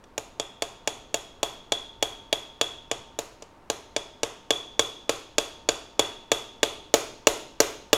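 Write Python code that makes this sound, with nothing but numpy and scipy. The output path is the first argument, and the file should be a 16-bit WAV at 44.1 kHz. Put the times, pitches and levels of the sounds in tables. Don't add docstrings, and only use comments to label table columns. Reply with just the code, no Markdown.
import sys
import numpy as np
from scipy import signal
from scipy.fft import rfft, irfft
from scipy.io import wavfile
from scipy.ndimage import uniform_filter1d

SR = 44100
rng = np.random.default_rng(int(sys.argv[2]) if len(sys.argv) > 2 else 0)


def dump(signal):
    limited = np.clip(np.atleast_2d(signal).T, -1, 1)
    pcm = np.round(limited * 32767).astype(np.int16)
    wavfile.write(sys.argv[1], SR, pcm)


def undo_db(level):
    steps = np.asarray(level, float) / 20
    return 10 ** steps


N = 351463


def decay(t, t60_s):
    return np.exp(-np.log(1000) * t / t60_s)


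def ring(modes, t, detune, scatter_db):
    hz, db, t60_s = np.transpose(modes)[:, :, None]
    level_chance, pitch_chance = rng.standard_normal((2, len(modes), 1))
    envelope = undo_db(db + scatter_db * level_chance) * decay(t, np.maximum(t60_s, .002))
    sines = -envelope * np.sin(2 * np.pi * hz * (1 + detune * pitch_chance) * t)
    return np.array([sines[0::2].sum(axis=0), sines[1::2].sum(axis=0)])


def band_pass(x, low_hz, high_hz):
    return signal.sosfilt(signal.butter(2, [low_hz, high_hz], "bandpass", fs=SR, output="sos"), x)


def crack(burst, top_db):
    middle = undo_db(-6) * band_pass(burst, 820, 5660)
    top = undo_db(top_db) * band_pass(burst, 8400, 21000)
    return np.array([middle, top])


# f/Hz, level/dB, t60/s
HANDLE_MODES = [(1011, -13.5, 0.024), (1330, -18.5, 0.013), (1965, -12, 0.011), (2536, -7, 0.01),
                (2880, -11.5, 0.012), (4430, -18, 0.0055)]


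def handle(t, seat):
    HANDLE_DB, GRIP_DB, SEAT_DB = -7, 1, -2.5
    return undo_db(HANDLE_DB + GRIP_DB + SEAT_DB * seat) * ring(HANDLE_MODES, t, .02, 1.5)


# f/Hz, level/dB, t60/s
FACE_MODES = [(5830, -5, 0.0045), (6650, 3.5, 0.0039), (7005, -11, 0.013), (8950, -16.5, 0.0068),
              (10300, -15, .005)]


def faces(t, seat, free_db):
    FACES_DB, BRIGHT_DB, SEAT_DB = 11.5, -18.5, -2
    FREE_DB_PER_DB = -0.058
    return undo_db(FACES_DB + BRIGHT_DB + FREE_DB_PER_DB * free_db + SEAT_DB * seat) * ring(FACE_MODES, t, .012, 1)


# f/Hz, level/dB, t60/s
MODEL_MODES = [(317, -11.5, 0.052), (358, -6.5, 0.03), (450.2, 0, 0.039), (588, -2.5, 0.025),
               (707.5, -6, 0.039), (784, -8, 0.026), (852, -8, 0.041)]


def model(t, seat):
    MODEL_DB, THUD_DB, SEAT_THUD_DB = 7, -23, 4
    UPPER_DB, SEAT_UPPER_DB = 6, -9
    low = ring(MODEL_MODES[:4], t, .02, 1)
    upper = undo_db(UPPER_DB + SEAT_UPPER_DB * seat) * ring(MODEL_MODES[4:], t, .03, 1.5)
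    return undo_db(MODEL_DB + THUD_DB + SEAT_THUD_DB * seat) * (low + upper)


# f/Hz, level/dB
HEAD_MODES = [(3280, -9), (3332, -2), (3410, -1.5), (3470, -12)]


def head(t, seat, ring_db, free_db):
    RING_DB, T60_S, RISE_S = 13, .038, .003
    LOWER_DB_PER_DB, SEAT_LOWER_DB = .5, -6
    lower_db = (LOWER_DB_PER_DB - 1) * max(free_db, 0) + SEAT_LOWER_DB * seat
    modes = []
    for k, (hz, db) in enumerate(HEAD_MODES):
        modes.append((hz, db + RING_DB + ring_db + lower_db * (k < 2), T60_S))
    return ring(modes, t, .003, 2) * (1 - np.exp(-t / RISE_S))


# f/Hz, level/dB, t60/s
NECK_MODES = [(3200, -11, 0.004), (3356, -12, 0.0056), (3653, -20.5, 0.03)]


def neck(t, seat, free_db):
    NECK_DB, FREE_DB_PER_DB, SEAT_DB = 0, 0.25, -3
    return undo_db(NECK_DB + FREE_DB_PER_DB * free_db + SEAT_DB * seat) * ring(NECK_MODES, t, .012, 1.5)


# f/Hz, level/dB, t60/s
TABLE_MODES = [(36, -44, .25), (66, -38, .09), (95, -33.5, .09), (116, -29, .095)]


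def table_boom(t, blow_db):
    TABLE_DB, BLOW_DB_PER_DB, RISE_S = -1, 0.73, 0.0064
    boom = ring(TABLE_MODES, t, .02, 1.5).sum(axis=0) * (1 - np.exp(-(t / RISE_S) ** 2))
    return undo_db(TABLE_DB + BLOW_DB_PER_DB * blow_db) * boom


# t/s, peak level/dB, head ring level/dB re blow, crack top level/dB re blow
TAPS_TABLE = [(0.04, -40.5, -30, -33), (0.1794, -16, -40, 6), (0.398, -15, -22.5, -7), (0.622, -13, -27, 0),
              (0.875, -11.5, -26, 0), (1.143, -11.5, -27, 2.5), (1.4306, -10, -24, 3),
              (1.721, -10.5, -15, -3), (2.0263, -9.5, -21, 2.5), (2.3277, -10, -21.5, 2),
              (2.6126, -9, -16.5, -3), (2.914, -11.5, -28, -14), (3.189, -13.5, -48, 6),
              (3.423, -28.5, -49, -28), (3.7003, -10.5, -33, 0), (3.964, -11, -25, -15),
              (4.2324, -9, -31, -7), (4.5063, -6.5, -16.5, -3), (4.794, -5.5, -18.5, -2),
              (5.094, -6, -29, -2), (5.3827, -6, -23, -1), (5.6888, -5.5, -28, -5), (5.994, -3.5, -24, -3),
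              (6.3174, -5, -22.5, -1.5), (6.631, -4.5, -21, -3), (6.94, 0, -46, -0.5),
              (7.2702, 0.5, -43, -1), (7.603, -0.5, -43, 1.5), (7.93, 0, -22, 0)]
# t/s, seating/0-1
SEATING_TABLE = [
    (0, 0.33),
    (.9, 0.04),
    (2.7, 0.14),
    (3.2, 0.58),
    (4.3, 0.79),
    (6.6, .8),
    (7, 0.95),
    (7.97, 1),
]


def taps():
    USUAL_RING_DB = -25
    CONTACT_HZ, TOP_DB_PER_OCTAVE = 13000, 28.5
    TOP_DB, HARDNESS_DB_PER_DB, CRACK_T60_S = -17.5, .6, 0.021
    HEAD_TO_WALLS_DB, MODEL_TO_WALLS_DB = 4, -7
    RAGGED_TO_WALLS = .4
    BASS_CUT_HZ = 270
    t = np.arange(SR // 6) / SR
    small = np.zeros((5, N + len(t)))
    table = np.zeros((5, N + len(t)))
    fade = decay(t, CRACK_T60_S)
    for s, blow_db, ring_db, top_db in TAPS_TABLE:
        seat = np.interp(s, *np.transpose(SEATING_TABLE))
        free_db = ring_db - USUAL_RING_DB
        contact_hz = CONTACT_HZ * 2 ** (top_db / TOP_DB_PER_OCTAVE)
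        contact = signal.butter(3, contact_hz, fs=SR, output="sos")
        steel = handle(t, seat) + faces(t, seat, free_db) + neck(t, seat, free_db)
        thud = model(t, seat)
        head_ring = head(t, seat, ring_db, free_db)
        direct = steel + thud + head_ring
        radiated = steel + undo_db(MODEL_TO_WALLS_DB) * thud + undo_db(HEAD_TO_WALLS_DB) * head_ring
        direct, radiated = signal.sosfilt(contact, [direct, radiated])
        crack_top_db = top_db + TOP_DB + HARDNESS_DB_PER_DB * blow_db
        ragged = crack(rng.standard_normal(len(t)) * fade, crack_top_db)
        even = crack((t == 0) * np.linalg.norm(fade), crack_top_db)
        to_microphone = (direct + ragged).sum(axis=0)
        crack_to_walls = RAGGED_TO_WALLS * ragged + np.sqrt(1 - RAGGED_TO_WALLS ** 2) * even
        here = slice(int(s * SR), int(s * SR) + len(t))
        small[:, here] += undo_db(blow_db) * np.vstack([to_microphone, radiated, crack_to_walls])
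        table[:2, here] += table_boom(t, blow_db)
    small = signal.sosfilt(signal.butter(5, BASS_CUT_HZ, "highpass", fs=SR, output="sos"), small)
    return (small + table)[:, :N]


# f/Hz, level/dB, t60/s
TAIL_TONES = [(1110, -1, .5), (1390, -5, .4), (2390, -6, .35), (2700, -5, .35), (3600, -2, .25),
              (4240, -10, .45), (4800, -10, .45), (5400, -7, .45), (6160, -8, .4), (7250, -6, .25),
              (9200, -12, .35), (10600, -13, .3)]


def tail_tones():
    TONES_DB, RISE_S = -42, .01
    t = np.arange(SR // 3) / SR
    out = np.zeros(N + len(t))
    for s, blow_db, *_ in TAPS_TABLE:
        sing = ring(TAIL_TONES, t, .012, 4).sum(axis=0) * (1 - np.exp(-t / RISE_S))
        start = int(s * SR)
        out[start:start + len(t)] += undo_db(TONES_DB + blow_db) * sing * np.cos(np.pi / 2 * t / t[-1])
    return out[:N]


def on_log_axis(hz, points_hz, values):
    return np.interp(np.log(np.maximum(hz, 1)), np.log(points_hz), values)


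def echoes(delays):
    spikes = np.zeros(SR)
    for delay_s, echo_db in delays:
        spikes[int(delay_s * SR)] += undo_db(echo_db)
    return spikes


# delay t/s, level/dB
NEAR_ECHOES = [(.00175, -1.5), (.0036, -10), (.0049, -12), (.0063, -14)]
# delay t/s, level/dB
TREBLE_GLINTS = [(.0166, -16), (.0178, -21), (.0222, -25)]
# f/Hz, level/dB, t60/s
ROOM_BANDS = [(61, -36.5, 0.57), (184, -37.5, 0.58), (602, -28, 0.5), (1780, -38, 0.46), (3350, -38.5, 0.7),
              (7300, -40, 0.49), (12000, -34.5, 0.37), (16400, -58.5, 0.48)]


def room():
    BUILD_S = .006
    SCATTER_DB, SCATTER_T60_S = -25, .025
    t = np.arange(SR) / SR
    hz = np.fft.rfftfreq(SR, 1 / SR)
    points_hz, db, t60_s = np.transpose(ROOM_BANDS)
    dense = rfft(rng.standard_normal((4, SR)))
    late = 0
    for k, share in enumerate(np.eye(len(ROOM_BANDS))):
        band = irfft(dense * on_log_axis(hz, points_hz, share), SR)
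        late = late + undo_db(db[k]) * band * decay(t, t60_s[k])
    late *= 1 - np.exp(-(t / BUILD_S) ** 2)
    early = undo_db(SCATTER_DB) * rng.standard_normal(SR) * decay(t, SCATTER_T60_S)
    early[0] = 1
    early += echoes(NEAR_ECHOES) + band_pass(echoes(TREBLE_GLINTS), 4500, 9000)
    return np.vstack([early, late])


def walk(rate_hz):
    k = int(SR / rate_hz)
    held = np.repeat(rng.standard_normal(N // k + 1), k)
    return uniform_filter1d(uniform_filter1d(held, k), k)[:N]


# f/Hz, level/dB per Hz
AIR_SPECTRUM = [(25, -2), (40, -3.5), (110, -7), (150, -10.5), (266, -6.5), (1200, -14), (1540, -20),
                (16000, -48)]


def ventilation():
    AIR_DB, SPLIT_HZ = -53, 150
    hz = np.fft.rfftfreq(N, 1 / SR)
    noise = rfft(rng.standard_normal(N)) * undo_db(on_log_axis(hz, *np.transpose(AIR_SPECTRUM)))
    rumble = irfft(noise * (hz < SPLIT_HZ), N) * undo_db(2.2 * walk(3.76))
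    hiss = irfft(noise * (hz >= SPLIT_HZ), N) * undo_db(0.39 * walk(5.5))
    return (rumble + hiss) * undo_db(AIR_DB) / np.std(rumble + hiss)


def fan():
    FAN_HZ, FAN_DB = 909, -62
    phase = 2 * np.pi * np.cumsum(FAN_HZ + 6 * walk(5)) / SR
    return np.sin(phase) * undo_db(FAN_DB + 3 + 3 * walk(6))


def scene():
    in_room = signal.fftconvolve(taps(), room(), axes=1).sum(axis=0)[:N]
    return (in_room + tail_tones() + ventilation() + fan())[None]


def band_limit(x):
    return signal.sosfilt(signal.butter(12, 17040, fs=SR, output="sos"), x)


def record(dry):
    OVERLOAD, STEP_HZ, EDGE_HZ = .92, 15850, 16800
    step = signal.ellip(6, .2, 18, STEP_HZ, fs=SR, output="sos")
    edge = signal.ellip(8, .2, 60, EDGE_HZ, fs=SR, output="sos")
    mix = signal.sosfilt(np.vstack([step, edge]), np.clip(dry, -OVERLOAD, OVERLOAD))
    return band_limit(mix)


dry = scene()
out = record(dry)
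dump(out)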